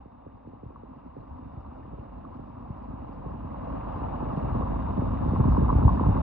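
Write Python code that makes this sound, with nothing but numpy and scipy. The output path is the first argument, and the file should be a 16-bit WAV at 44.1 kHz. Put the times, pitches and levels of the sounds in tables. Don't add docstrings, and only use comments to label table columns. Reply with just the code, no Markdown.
import sys
import numpy as np
from scipy import signal
from scipy.fft import rfft, irfft, next_fast_len
from scipy.io import wavfile
from scipy.ndimage import uniform_filter1d

SR = 44100
rng = np.random.default_rng(int(sys.argv[2]) if len(sys.argv) > 2 else 0)


def generate_wav(signal):
    frames = np.transpose(np.atleast_2d(signal))
    scaled = np.clip(frames, -1, 1) * 32767
    pcm = np.round(scaled).astype(np.int16)
    wavfile.write(sys.argv[1], SR, pcm)


N = 274302
TIME, HZ = np.arange(N) / SR, np.fft.rfftfreq(N, 1 / SR)

PORT_PHASE = [(20, -.15), (140, -.5), (270, -.9), (420, -2), (790, -2.9), (910, -1.35), (1150, -.65),
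              (1700, 0.5), (2250, 0.85), (3000, -1.5), (3600, 1.27), (4300, -.9)]
PORT_COHERENCE = [(50, 0.92), (160, 0.91), (260, 1), (370, 1), (700, 0.59), (840, 0.12), (1000, 0.78),
                  (1700, 0.83), (2800, 0.49), (3300, 0.14), (8000, 0.18)]
PORT_BALANCE = [(60, -1), (95, 2.5), (150, -1.5), (230, 1), (370, -6), (580, 0.5), (920, 0), (1440, 0.5),
                (2270, -1), (3580, 1)]
WHINE_TONES = [(3569, -11.5), (3601, -16.5), (3629, -2), (5028, -23)]  # (frequency [Hz], relative level [dB])
WHINE_FADER = [(0, -92), (1.1, -97), (1.4, -88.5), (3.3, -93), (4.8, -77), (6.2, -73.5)]  # (time [s], level [dB])
# (time [s], level [dB], pitch [Hz], decay t60 [s])
GRIT_TICKS = [(0.37, -74, 4800, .008), (0.48, -71, 4200, .008), (1.08, -75, 4700, .008),
              (1.213, -65, 4000, .008), (1.665, -66, 4100, .008), (1.832, -54, 1800, 0.031),
              (1.995, -58, 2760, 0.021), (5.973, -45.5, 1760, 0.058), (6.170, -48.5, 2020, .03)]
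# (time [s], rumble level [dB], rush level [dB])
FLOW_FADERS = [(0.0, -52.5, -59), (0.08, -58, -61), (1.42, -49, -56), (2.08, -47, -54.5),
               (2.46, -46.5, -54.5), (3.46, -43, -49.5), (3.79, -39, -43.5), (4.21, -36.5, -42.5),
               (4.57, -33.5, -41), (4.94, -33, -43), (5.49, -26, -40.5), (5.94, -25.5, -40.5),
               (6.22, -30.5, -39)]
# (frequency [Hz], relative level [dB])
RUMBLE_EQ = [(15, -41.5), (30, -18), (50, 5.5), (72, 1), (105, -3), (150, -8), (210, -6.5), (320, -17.5),
             (600, -37), (1200, -87.5)]
BOOM_EQ = [(120, -26.5), (200, -3), (250, 4), (280, 1.5), (315, -4.5), (370, -17), (700, -71.5)]
RUSH_EQ = [(150, -18), (350, -10.5), (520, 2.5), (760, 2), (870, 2.5), (1040, 1), (1200, -4.5), (1430, -15),
           (1750, -21.5), (2100, -52.5), (4000, -81.5)]
FIZZ_EQ = [(900, -18.5), (1900, 0.5), (2350, -3.5), (2800, -1), (3200, -11.5), (3800, -12), (5200, -33),
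           (6500, -38.5), (9000, -67)]
SPRAY_EQ = [(2500, -25), (4200, 0), (5200, -2), (6500, -18), (8000, -30), (10000, -34)]
# (frequency [Hz], relative level [dB], decay t60 [s])
HOUSING_MODES = [(804, -8.5, 0.082), (886, 3.5, 0.087), (1012.4, 7.5, 0.055), (1119, 6, 0.048),
                 (1200, -14, 0.12), (1700, -31.5, .03)]
# (time [s], level [dB], pitch [Hz], left minus right [dB])
LOUD_KNOCKS = [(0.759, -39.5, 1050, 2), (2.25, -41, 1156, 0), (3.543, -32.5, 945, -2.5),
               (4.873, -30, 840, 6.5), (5.441, -26, 952, 1), (5.569, -21.5, 914, 2.5),
               (5.691, -22, 1023, 3), (5.701, -20.5, 997, -2.5), (5.728, -24.5, 993, 3),
               (5.88, -18, 860, 8), (5.892, -19, 998, -4.5), (5.996, -24, 985, -3.5),
               (6.036, -28.5, 997, 7)]
# (frequency [Hz], gain [dB])
GULP_EQ = [(100, -1.5), (205, -1), (255, 5.5), (340, 0.5), (430, 0), (600, 0)]
# (time [s], thud level [dB], sweep centre [Hz], bright edge level [dB])
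NEAR_GULPS = [(0.065, -40, 156, -44), (0.278, -39.5, 94, -34.5), (0.482, -35, 135, -41),
              (0.543, -39, 139, -37.5), (0.642, -34, 137, -37), (0.671, -32, 75.4, -44),
              (0.711, -39.5, 192, -41), (0.841, -41, 196, -37), (1.173, -40.5, 197, -34),
              (1.585, -28, 70, -44), (1.946, -32, 103, -34.5), (2.001, -30.5, 76, -35),
              (2.402, -31.5, 140, -37), (2.711, -24.5, 103, -46), (2.946, -31.5, 100, -42.5),
              (3.274, -27, 98, -31), (3.456, -28, 101, -37.5), (4.382, -19, 139, -28.5),
              (4.56, -22, 144, -24.5), (4.999, -15, 99, -31), (5.409, -12.5, 97, -21),
              (5.463, -12, 106, -32.5), (5.633, -12.5, 74, -20), (5.769, -10.5, 65, -27),
              (5.863, -5, 68, -40), (6.078, -8.5, 68, -23.5), (6.095, -11, 99, -37)]


def gain_of(db):
    return 10 ** (np.asarray(db) / 20)


def unit_rms(x):
    return x / np.sqrt(np.mean(x ** 2) + 1e-20)


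def curve_at(points, hz):
    f, value = np.transpose(points)
    return np.interp(np.log(hz + 1), np.log(f + 1), value)


def faders(rows):
    times, *columns = np.transpose(rows)
    return [gain_of(np.interp(TIME, times, db)) for db in columns]


def follow(fader, share):
    return (fader / np.exp(np.log(fader).mean())) ** share


def add(mix, s, sound):
    start = round(s * SR)
    part = mix[max(start, 0):][:len(sound) + min(start, 0)]
    part += sound[max(-start, 0):][:len(part)]


def jitter(*shape):
    return rng.uniform(-1, 1, shape)


def scattered_cues(fader, count):
    times = (np.arange(count) + rng.random(count)) * TIME[-1] / count
    return times, 20 * np.log10(np.interp(times, TIME, fader))


def ports(x):
    hz = np.fft.rfftfreq(next_fast_len(N + SR), 1 / SR)
    left = np.exp(.5j * curve_at(PORT_PHASE, hz)) * gain_of(curve_at(PORT_BALANCE, hz) / 2)
    return irfft(rfft(x, 2 * len(hz) - 2) * np.array([left, 1 / left]))[:, :N]


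def camera_whine():
    tones = sum(gain_of(db) * np.sin(2 * np.pi * hz * TIME) for hz, db in WHINE_TONES)
    return faders(WHINE_FADER)[0] * np.sqrt(2) * tones


def grit_ticks(attack_s=0.00047):
    out, t = np.zeros(N), TIME[:SR // 8]
    attack = 1 - np.exp(-t / attack_s)
    for s, db, hz, t60 in GRIT_TICKS:
        add(out, s, gain_of(db - 60 * t / t60) * np.sin(2 * np.pi * hz * t) * attack)
    return out


def churn(eq, patchy_db, flicker_db, size):
    frames, hz = 4 * N // size + 5, np.fft.rfftfreq(size, 1 / SR)
    draws = rng.standard_normal((5, frames, len(hz))).transpose(0, 2, 1)
    left, unrelated = draws[0] + 1j * draws[1], draws[2] + 1j * draws[3]
    coherence = np.clip(curve_at(PORT_COHERENCE, hz), 0, 1)[:, None]
    right = coherence * left + np.sqrt(1 - coherence ** 2) * unrelated
    patches = unit_rms(uniform_filter1d(uniform_filter1d(draws[4], 5, axis=0), 5, axis=1))
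    flicker = unit_rms(uniform_filter1d(rng.standard_normal(frames), 4))
    grains = np.array([left, right]) * gain_of(patchy_db * patches + flicker_db * flicker)
    noise = signal.istft(grains, nperseg=size, noverlap=size - size // 4)[1][:, :N]
    return unit_rms(irfft(rfft(noise) * gain_of(curve_at(eq, HZ)), N))


def plunging_water(rumble, rush, surge_db=3.5, surge_s=.08):
    low = rumble * gain_of(1.5) * churn(RUMBLE_EQ, patchy_db=1.5, flicker_db=0.5, size=2048)
    boom = follow(rumble, 0.62) * churn(BOOM_EQ, patchy_db=2.23, flicker_db=1.3, size=1024)
    mids = rush * gain_of(5) * churn(RUSH_EQ, patchy_db=1.6, flicker_db=0.94, size=512)
    fizz = follow(rush, 0.87) * churn(FIZZ_EQ, patchy_db=2, flicker_db=-0.06, size=256)
    surges = gain_of(surge_db * np.interp(TIME / surge_s, np.arange(400), jitter(400)))
    spray = follow(rumble, 0.8) * surges * churn(SPRAY_EQ, patchy_db=5, flicker_db=0, size=256)
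    return low + gain_of(-46.5) * boom + mids + gain_of(-69) * fizz + gain_of(-89) * spray


def falling_sweep(centre_hz, spread, breadth, cue_hz, size=8192):
    f = np.fft.rfftfreq(size, 1 / SR) + 1e-3
    band = np.exp(-(np.log(f / centre_hz) / breadth) ** 2 / 2)
    low_cut = 1 / np.sqrt(1 + (42 / f) ** 6)
    colour = band * low_cut * gain_of(curve_at(GULP_EQ, f))
    turns = spread * (2 * np.sqrt(f) - f / np.sqrt(cue_hz))
    pulse = np.fft.fftshift(irfft(colour * np.exp(-2j * np.pi * turns)))
    return pulse / abs(signal.hilbert(pulse)).max()


def gurgle(per_s=110, uneven_db=5.5, low_hz=65, high_hz=170, lag_s=0.00064, voices=16):
    out = np.zeros((2, N))
    for hz in np.geomspace(low_hz, high_hz, voices):
        sizes = gain_of(uneven_db * np.minimum(rng.exponential(1, N), 3))
        triggers = (rng.random(N) < per_s / voices / SR) * rng.choice([-1, 1], N)
        gulp = falling_sweep(hz, spread=rng.uniform(0.1875, 0.3187), breadth=0.77, cue_hz=hz)
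        right = signal.oaconvolve(sizes * triggers, gulp, "same")
        left = np.interp(TIME - lag_s * rng.uniform(-1, 2.73), TIME, right)
        out += [left, right]
    return unit_rms(out)


def small_knock_cues(rumble, offset_db=-4, uneven_db=3, hz=1016, detune=0.087, pan_db=6, count=120):
    times, rumble_db = scattered_cues(rumble, count)
    size, pitch, side = jitter(count, 3).T
    return list(zip(times, rumble_db + offset_db + uneven_db * size, hz * (1 + detune * pitch),
                    pan_db * side))


def housing_knocks(cues, trim_db=2.2, ring_db=-18, swell_s=0.00087):
    out, t = np.zeros((2, N)), TIME[:SR // 8]
    envelope = (t / swell_s) ** 2 * np.exp(-t / swell_s)
    ring_attack = 1 - np.exp(-(t / swell_s / 2) ** 2)
    for s, db, pitch, pan_db in cues:
        burst = envelope / envelope.max() * np.sin(2 * np.pi * pitch * t)
        ring = sum(gain_of(mode_db - 60 * t / t60) * np.sin(2 * np.pi * (hz * t + rng.random()))
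                   for hz, mode_db, t60 in HOUSING_MODES)
        knock = gain_of(db + trim_db) * (burst + gain_of(ring_db) * ring * ring_attack)
        add(out[0], s, knock * gain_of(pan_db / 2))
        add(out[1], s, knock * gain_of(-pan_db / 2))
    return out


def pool_echoes(x, echo_db=-11, decay_s=0.045, count=10):
    delays = np.linspace(.012, .07, count) + rng.uniform(-.003, .003, count)
    taps = rng.choice([-1, 1], count) * np.exp(-delays / decay_s)
    taps *= gain_of(echo_db) / np.linalg.norm(taps)
    out = x.copy()
    for s, gain in zip(delays, taps):
        add(out, s, gain * x)
    return out


def far_gulp_cues(rumble, offset_db=8, uneven_db=3.5, edge_db=-6.5, low_hz=70, high_hz=200, count=30):
    times, rumble_db = scattered_cues(rumble, count)
    thud_db = rumble_db + offset_db + uneven_db * jitter(count)
    hz = low_hz * (high_hz / low_hz) ** rng.random(count)
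    return list(zip(times, thud_db, hz, thud_db + edge_db))


def air_gulps(cues, trim_db=-1, spread=0.1956, edge_hz=470):
    out = np.zeros(N)
    for s, thud_db, hz, edge_db in cues:
        thud = gain_of(thud_db + trim_db) * falling_sweep(hz, spread, breadth=0.52, cue_hz=hz)
        edge = gain_of(edge_db + trim_db) * falling_sweep(edge_hz, spread, breadth=0.24, cue_hz=hz)
        add(out, s - len(thud) / 2 / SR, thud + edge)
    return out


def scene():
    rumble, rush = faders(FLOW_FADERS)
    bed = plunging_water(rumble, rush)
    gulps = pool_echoes(air_gulps(NEAR_GULPS + far_gulp_cues(rumble)))
    knocks = housing_knocks(LOUD_KNOCKS + small_knock_cues(rumble))
    wash = rumble * gain_of(-1.5) * gurgle()
    return ports(bed + gulps + knocks + grit_ticks()) + wash + camera_whine()


def record(dry, sizzle_hz=9600, sizzle_db=-65, high_cut_hz=10000):
    sizzling = dry * (1 + gain_of(sizzle_db) * np.sin(2 * np.pi * sizzle_hz * TIME))
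    faded = sizzling * signal.windows.tukey(N, .002)
    high_cut = signal.firwin(511, high_cut_hz, window=("kaiser", 9), fs=SR)
    return signal.oaconvolve(faded, high_cut[None], "same")


dry = scene()
out = record(dry)
generate_wav(out)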